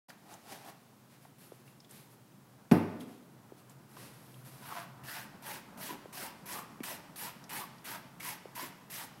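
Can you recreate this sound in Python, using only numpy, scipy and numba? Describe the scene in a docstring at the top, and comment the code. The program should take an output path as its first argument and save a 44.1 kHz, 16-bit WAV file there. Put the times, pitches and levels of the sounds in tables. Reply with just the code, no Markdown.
"""Carving foam at a workbench

A large, quietly droning studio, one microphone close to the bench. A foam block is shoved along,
and a gas torch is moved aside and set down with a thud that rings the bench top. Then a small hand
tool gouges the block in thirteen even strokes: foam cells burst in a fizz, crumbs tear off,
and the block rasps hollowly as the edge goes deeper."""
import sys
import numpy as np
from scipy import signal
from scipy.fft import rfft, irfft, next_fast_len
from scipy.io import wavfile
from numba import njit

SR = 44100
rng = np.random.default_rng(int(sys.argv[2]) if len(sys.argv) > 2 else 0)


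def digitize_waveform(pressure):
    """Quantize a signal to 16-bit integers and store it at the path in sys.argv[1].

    Rows of a 2-D input are taken as channels; values are limited to [-1, 1].
    """
    field = np.atleast_2d(pressure).T
    bounded = np.clip(field, -1, 1)
    quanta = np.round(bounded * 32767).astype(np.int16)
    wavfile.write(sys.argv[1], SR, quanta)


N = 405719
TIME = np.arange(N) / SR


def from_db(db):
    """Decibels to gain."""
    return 10 ** (np.asarray(db) / 20)


def unit_rms(x):
    """Scale to rms 1."""
    return x / np.sqrt(np.mean(x ** 2) + 1e-20)


def gain_curve(rows):
    """Gain along rows of t/s, level/dB; silent outside them."""
    s, db = np.transpose(rows)
    return from_db(np.interp(TIME, s, db)) * (TIME >= s[0]) * (TIME <= s[-1])


def at_hz(points, hz):
    """Read a table on a log-frequency axis."""
    f, value = np.transpose(points)
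    return np.interp(np.log(np.maximum(hz, 1)), np.log(f), value)


def coloured(x, spectrum):
    """Give a steady excitation a spectral shape; rms 1."""
    size = next_fast_len(len(x))
    gain = from_db(at_hz(spectrum, np.fft.rfftfreq(size, 1 / SR)))
    return unit_rms(irfft(rfft(x, size) * gain, size)[:len(x)])


def drift(per_s):
    """Random wander with about per_s turns a second; rms 1."""
    knots = rng.standard_normal(N // 40)
    return unit_rms(np.interp(TIME * per_s, np.arange(len(knots)), knots))


def grains(per_s, spread_db):
    """Random clicks of uneven size and sign."""
    sizes = from_db(spread_db * np.minimum(rng.exponential(1, N), 4))
    signs = rng.choice([-1, 1], N)
    return sizes * signs * (rng.random(N) < per_s / SR)


def resonance(x, hz, width_hz):
    """Two-pole resonance with gain 1 at its peak."""
    r = np.exp(-np.pi * width_hz / SR)
    poles = [1, -2 * r * np.cos(2 * np.pi * hz / SR), r * r]
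    return signal.lfilter(np.array([1, 0, -1]) * (1 - r * r) / 2, poles, x)


def double_resonance(x, hz, width_hz):
    """Two equal resonances in series, for steeper skirts."""
    return resonance(resonance(x, hz, width_hz), hz, width_hz)


@njit
def gliding_resonance(x, hz, width_hz):
    """Two-pole resonance with a centre frequency for every sample."""
    r = np.exp(-np.pi * width_hz / SR)
    feedback = 2 * r * np.cos(2 * np.pi * hz / SR)
    y = np.zeros(len(x))
    for i in range(2, len(x)):
        y[i] = x[i] - x[i - 2] + feedback[i] * y[i - 1] - r * r * y[i - 2]
    return y


def arch(progress, top, first_db, last_db, power):
    """Gain over a gesture: first_db at progress 0, full at top, sinking through last_db at 1."""
    before = np.maximum(top - progress, 0) / top
    after = np.maximum(progress - top, 0) / (1 - top)
    return from_db(np.maximum(first_db * before ** 2 + last_db * after ** power, -120))


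def add(out, s, sound):
    """Mix a short sound in at s seconds."""
    at = int(s * SR)
    out[at:at + len(sound)] += sound[:N - at]


# Room tone, the steady air of the studio: f/Hz, relative density/dB
AIR_SPECTRUM = [(25, -54), (50, 2.5), (100, -5), (150, -5.5), (200, -1.5), (330, -8.5), (480, -14),
                (900, -15.5), (1900, -23.5), (2600, -25.5), (5700, -30), (15500, -33)]
# Low drone in the room: t/s, level/dB
DRONE_CURVE = [(0, -76.5), (2.2, -62), (3.2, -65.5), (4.0, -59), (5.2, -59.5), (5.7, -67), (9.2, -65)]
# Rumble of the bench under an arm: f/Hz, relative density/dB
RUMBLE_SPECTRUM = [(48, 14.5), (75, 21.5), (110, -14), (170, 7), (260, 1.5), (420, -7.5), (900, -5),
                   (1500, -10.5), (4000, -37)]


def background(air_db=-61, touch_db=-62.5, leaning_db=-47, lean_s=(1.6, 5.8), easing_db_per_s=1.3):
    """Room air, a narrow drone, and bench rumble as an arm leans on the block, then slowly eases."""
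    air, drone, rumble = rng.standard_normal((3, N))
    air = from_db(air_db) * coloured(air, AIR_SPECTRUM)
    drone = gain_curve(DRONE_CURVE) * unit_rms(double_resonance(drone, hz=131, width_hz=28))
    weight_db = np.interp(TIME, lean_s, [touch_db, leaning_db])
    weight_db -= easing_db_per_s * np.maximum(TIME - lean_s[1], 0)
    weight_db += 1.5 * drift(per_s=40)   # the weight keeps shifting
    return air + drone + from_db(weight_db) * coloured(rumble, RUMBLE_SPECTRUM)


# Decay of the large studio: f/Hz, t60/s
STUDIO_DECAY = [(100, 0.07), (300, 1.13), (900, 1.0), (2500, 0.83), (6000, 1.07), (14000, 2.2)]
# Its reverberation as heard at the bench: f/Hz, level/dB re the sound sent into the room
STUDIO_RETURN = [(100, -13.5), (300, -8.5), (900, -7), (2500, -3.5), (6000, -10), (14000, -23)]


def studio_reverb(x, build_up_s=0.00187):
    """Diffuse reflections build up, then die away, each band at its own rate."""
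    t, response = TIME[:SR], 0
    onset = 1 - np.exp(-(t / build_up_s) ** 2)
    edges_hz = np.geomspace(60, 17000, 17)
    for low, high in zip(edges_hz, edges_hz[1:]):
        hz = np.sqrt(low * high)
        bandpass = signal.butter(2, [low, high], "band", fs=SR, output="sos")
        tail = signal.sosfilt(bandpass, rng.standard_normal(len(t)))
        tail *= onset * from_db(-60 * t / at_hz(STUDIO_DECAY, hz))
        tail *= np.sqrt(2 * (high - low) / SR / np.sum(tail ** 2))   # unit gain within the band
        response = response + from_db(at_hz(STUDIO_RETURN, hz)) * tail
    return signal.fftconvolve(x, response)[:N]


# Dull bumps close to the microphone: t/s, peak level/dB, f/Hz
CLOSE_BUMPS = [(1.5204, -38, 397), (3.5212, -39, 350), (6.057, -39, 415), (6.8048, -31, 236),
               (8.4555, -36, 420)]


def bumps(relative_width=0.73):
    """Soft knocks that die within two or three cycles."""
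    out = np.zeros(N)
    for s, db, hz in CLOSE_BUMPS:
        knock = double_resonance(signal.unit_impulse(SR // 16), hz, relative_width * hz)
        add(out, s, from_db(db) * knock / np.abs(knock).max())
    return out


# Tool and torch fittings ticking at the bench: t/s, peak level/dB, f/Hz
FITTING_TICKS = [(0.095, -47, 4700), (.101, -42.5, 1560), (.339, -44, 7000), (1.25, -46.5, 810),
                 (1.678, -54, 2600), (1.803, -45.5, 5100), (1.846, -52, 3280), (1.91, -44, 8700),
                 (2.7132, -27.5, 1870), (2.7167, -38, 4900), (2.7205, -36, 11600), (3.006, -45, 3230),
                 (3.696, -50, 7400), (3.967, -41.5, 955), (4.342, -51, 3000), (5.038, -49, 2150),
                 (6.804, -44, 2170), (6.837, -34.5, 1640), (7.159, -43.5, 4260), (7.44, -45, 5200),
                 (7.783, -50, 4680), (8.204, -37, 2090)]


def ticks(t60_s=0.035, relative_width=0.2):
    """Tiny hard contacts: a short crack in a broad resonance."""
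    t, out = TIME[:SR // 8], np.zeros(N)
    for s, db, hz in FITTING_TICKS:
        burst = rng.standard_normal(len(t)) * from_db(-60 * t / t60_s)
        crack = resonance(burst, hz, relative_width * hz)
        add(out, s, from_db(db) * crack / np.abs(crack).max())
    return out


# Block shoved over the bench: hardest push t/s, rise/s, fall/s, grating/dB, hiss/dB (both before trim)
BLOCK_SHOVES = [(.099, 0.028, 0.058, -50.5, -56), (.325, 0.11, 0.09, -51.5, -54),
                (.525, 0.11, 0.1, -50.5, -46), (0.694, 0.15, 0.053, -48.5, -52.5)]
# Foam grating on dried paint: f/Hz, relative density/dB
GRATING_SPECTRUM = [(120, -21), (250, -7), (480, -15), (680, 2), (820, 3), (1100, -7.5), (1800, -14),
                    (3000, -24.5)]
# Hand or sleeve over foam or torch: t/s, length/s, rub/dB before trim, high whisper of skin/dB
HAND_BRUSHES = [(1.098, 0.086, -63, -79), (1.21, .07, -65, -74), (1.383, .13, -60.5, -65),
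                (1.522, 0.13, -68, -79), (1.655, 0.083, -66, -73), (1.893, 0.16, -57, -64),
                (2.102, 0.057, -70, -70), (2.999, 0.04, -54.5, -64), (3.059, .12, -62.5, -74),
                (3.566, .06, -64, -74), (3.693, .04, -61.5, -70), (3.892, 0.14, -62, -69),
                (3.973, 0.16, -54, -66), (4.133, 0.44, -64, -69), (4.449, 0.068, -59, -63),
                (4.515, 0.28, -61, -67)]
# Skin and cloth on foam: f/Hz, relative density/dB
RUB_SPECTRUM = [(300, 8), (900, 0), (1800, 0.5), (3000, -2.5), (5200, -3), (6800, -7.5), (9500, -5),
                (12300, -9), (15500, -12)]


def handling(trim_db=-1, shove_swing_db=22.5):
    """The block grates over dried paint in short shoves; skin and cloth brush over the foam."""
    grating, hiss, whisper = np.zeros((3, N))
    for s, rise, fall, grating_db, hiss_db in BLOCK_SHOVES:
        off_peak = np.maximum((s - TIME) / rise, (TIME - s) / fall)
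        speed = from_db(np.maximum(-shove_swing_db * off_peak, -120))
        grating += from_db(grating_db) * speed
        hiss += from_db(hiss_db) * speed
    t = TIME[:SR // 2]
    for s, length, rub_db, whisper_db in HAND_BRUSHES:
        speed = arch(t / length, top=0.42, first_db=-5, last_db=-9, power=1.6)
        add(hiss, s, from_db(rub_db) * speed)
        add(whisper, s, from_db(whisper_db) * speed)
    slide = grating * coloured(grains(per_s=1300, spread_db=3.0), GRATING_SPECTRUM)
    rub = hiss * coloured(grains(per_s=5000, spread_db=1.0), RUB_SPECTRUM)
    skin = whisper * unit_rms(double_resonance(rng.standard_normal(N), hz=11340, width_hz=6900))
    return from_db(trim_db) * (slide + rub) + skin


# The torch lands on one edge of its foot, then flat, and rocks: t/s, strike gain/dB, contact/ms
TORCH_CONTACTS = [(2.7144, -17.5, 0.41), (2.7191, -12, 0.58), (2.7449, -35, 0.34)]
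# Low modes of the bench top: f/Hz, relative level/dB, t60/s
BENCH_MODES = [(102, -10.5, 0.56), (151.6, -20.5, 0.44), (176.7, -12, 0.31), (228, 4.5, 0.036),
               (255, -8, 0.087), (337, -20, 0.48), (379.6, -17, 0.21), (449, -20, 0.17), (503.6, -17, .2),
               (558, -13.5, 0.16), (638, -16.5, 0.083), (719, -10.5, 0.092), (858, -28, 0.091)]
# Clatter of the bottle and crowded upper modes of the bench: f/Hz, relative density/dB
CLATTER_SPECTRUM = [(120, -10), (300, 13.5), (600, 2.5), (950, 2), (1400, -4.5), (2100, -6), (3000, -15),
                    (5000, -12.5), (7000, -19), (11000, -8), (15500, -10.5)]


def torch_thud(clatter_db=-10, clatter_t60_s=0.35):
    """Each contact of the steel bottle rings the bench; a longer contact is duller."""
    t, out = TIME[:SR], np.zeros(N)
    modes = sum(from_db(db - 60 * t / t60) * np.sin(2 * np.pi * hz * t) for hz, db, t60 in BENCH_MODES)
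    clatter_decay = from_db(clatter_db - 60 * t / clatter_t60_s)
    for s, db, contact_ms in TORCH_CONTACTS:
        clatter = coloured(rng.standard_normal(len(t)), CLATTER_SPECTRUM) * clatter_decay
        softness = np.exp(-np.pi * 1000 / (contact_ms * SR))   # low-pass pole
        add(out, s, from_db(db) * signal.lfilter([1 - softness], [1, -softness], modes + clatter))
    return out


def bench_echo(x, travel, top_ms=0.877, bottom_ms=0.24, share=0.12):
    """The reflection off the bench reaches the microphone sooner as the tool travels down the block."""
    lag_s = (top_ms + (bottom_ms - top_ms) * travel) / 1000
    return x + share * np.interp(TIME - lag_s, TIME, x)


# Hollow resonances of the foam block: f/Hz, width/Hz, relative level/dB
BLOCK_MODES = [(261, 145, -9.5), (625, 43, -4.5), (710, 65, -4.5), (888, 92, 0.5), (985, 113, -1.5),
               (1119, 157, -3.5), (1240, 520, -8.5)]


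def hollow_block(wander_db=4.5):
    """Slips of the edge ring the block; each resonance comes and goes as the point of contact moves."""
    slips = grains(per_s=1200, spread_db=2.5)
    rings = [from_db(db + wander_db * drift(per_s=22)) * resonance(slips, hz, width)
             for hz, width, db in BLOCK_MODES]
    return unit_rms(sum(rings[::2]) - sum(rings[1::2]))   # neighbouring modes alternate in sign


# Cells bursting at the edge, heard close: f/Hz, relative density/dB
FIZZ_SPECTRUM = [(150, -3.5), (450, -8), (1400, -7.5), (2800, -2), (3600, -4.5), (5100, -2.5), (7000, -7),
                 (8800, -4), (10500, -4), (11550, -1), (12500, -3.5), (15500, -5.5)]


def bursting_cells(patchy_db=2.4):
    """Dense tiny pops in foam of uneven grain: each band swells and fades on its own."""
    rest = coloured(grains(per_s=9000, spread_db=1.5), FIZZ_SPECTRUM)
    out = np.zeros(N)
    for hz in np.geomspace(1500, 13000, 14):
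        band = signal.sosfiltfilt(signal.butter(8, hz, fs=SR, output="sos"), rest)
        out += band * from_db(patchy_db * drift(per_s=45))
        rest -= band
    return unit_rms(out + rest)


def tearing_crumbs(hz):
    """Crumbs snap off: uneven clicks in a broad, moving resonance."""
    return unit_rms(gliding_resonance(grains(per_s=2500, spread_db=3.5), hz, width_hz=600))


# Tool strokes near the microphone: t/s, length/s, skim/dB re full cut,
# then fizz/dB, tearing/dB, block/dB (these three before their trims)
TOOL_STROKES = [(4.622, .21, -6.5, -50.5, -49.5, -46.5), (5.034, .19, -10.5, -45, -44, -50),
                (5.42, 0.15, -12.5, -44, -45.5, -47), (5.772, 0.15, -12.5, -42.5, -48, -44.5),
                (6.126, 0.1458, -5.5, -42, -47, -45.5), (6.456, .14, -6.5, -42, -48, -46.5),
                (6.832, 0.12, 1, -42, -47.5, -43.5), (7.159, 0.13, -8, -41, -49, -45.5),
                (7.492, 0.13, -4, -41, -46, -44.5), (7.842, 0.12, -6, -43, -47, -45.5),
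                (8.198, 0.13, -8, -40.5, -44.5, -48), (8.55, 0.12, -3.5, -43.5, -47, -46),
                (8.899, .14, -4.5, -42, -47, -48)]


def carving(fizz_trim_db=-2.5, tear_trim_db=-5, block_trim_db=-2,
            touch_s=0.0016, skim_s=0.032, sink_s=0.0088, exit_db_per_s=334,
            first_tear_hz=1460, deep_tear_hz=1940, groove_strokes=2.9, fall_octaves=0.065):
    """The edge skims, sinks in and leaves; fizz and tearing follow its speed, the block its depth."""
    fizz, tear, rasp, travel, tear_hz = np.zeros((5, N))
    t = TIME[:SR // 3]
    touch = 1 - np.exp(-t / touch_s)
    skimming = 0.5 - 0.5 * np.tanh((t - skim_s) / (2 * sink_s))
    for stroke, (s, length, skim_db, fizz_db, tear_db, block_db) in enumerate(TOOL_STROKES):
        along = np.minimum(t / length, 1)
        contact = touch * from_db(-exit_db_per_s * np.maximum(t - length, 0))
        speed = arch(along, top=0.52, first_db=0, last_db=-5, power=2)
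        depth = arch(along, top=0.64, first_db=-11, last_db=-1, power=3.5)
        cutting = contact * from_db(skim_db * skimming) * speed
        add(fizz, s, from_db(fizz_db + fizz_trim_db) * cutting)
        add(tear, s, from_db(tear_db + tear_trim_db) * cutting)
        add(rasp, s, from_db(block_db + block_trim_db) * contact * depth)
        # The tearing rises in pitch as the groove deepens, and sinks a little along each cut.
        groove_hz = deep_tear_hz + (first_tear_hz - deep_tear_hz) * np.exp(-stroke / groove_strokes)
        at = int(s * SR)
        span = slice(at, at + len(t))
        travel[span] = along[:N - at]
        tear_hz[span] = groove_hz * 2 ** (fall_octaves * (0.5 - travel[span]))
    catching_db = drift(per_s=120)   # the edge catches and frees itself in the uneven foam
    cells = fizz * bursting_cells() * from_db(0.55 * catching_db)
    crumbs = tear * tearing_crumbs(tear_hz) * from_db(1.5 * catching_db)
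    return bench_echo(cells + crumbs, travel) + rasp * hollow_block()


def scene(work_send_db=-1.5, thud_send_db=0.5, close_send_db=-8):
    """All that happens on the bench sounds into the room; the close bumps reach it less."""
    work = carving() + handling() + ticks()
    thud = torch_thud()
    close = bumps()
    send = from_db(work_send_db) * work + from_db(thud_send_db) * thud + from_db(close_send_db) * close
    return (work + thud + close + studio_reverb(send) + background())[None]


def record(dry, fade_in_s=0.083, port_db=-6, hiss_db=-72, low_cut_hz=101, leak_db=-30, top_hz=15760):
    """Sound fades in just after the start; the microphone's port rings, its amp hisses, bass and top are cut."""
    x = dry + from_db(port_db) * resonance(dry, hz=11450, width_hz=1000)
    x += from_db(hiss_db) * rng.standard_normal(N)
    x *= np.clip((TIME - fade_in_s) * SR / 128, 0, 1)
    low_cut = signal.butter(10, low_cut_hz, "high", fs=SR, output="sos")
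    high_cut = signal.ellip(12, 0.1, 80, top_hz, fs=SR, output="sos")
    x = signal.sosfilt(low_cut, x) + from_db(leak_db) * x   # a little bass leaks past
    return signal.sosfilt(high_cut, x)


dry = scene()
out = record(dry)
digitize_waveform(out)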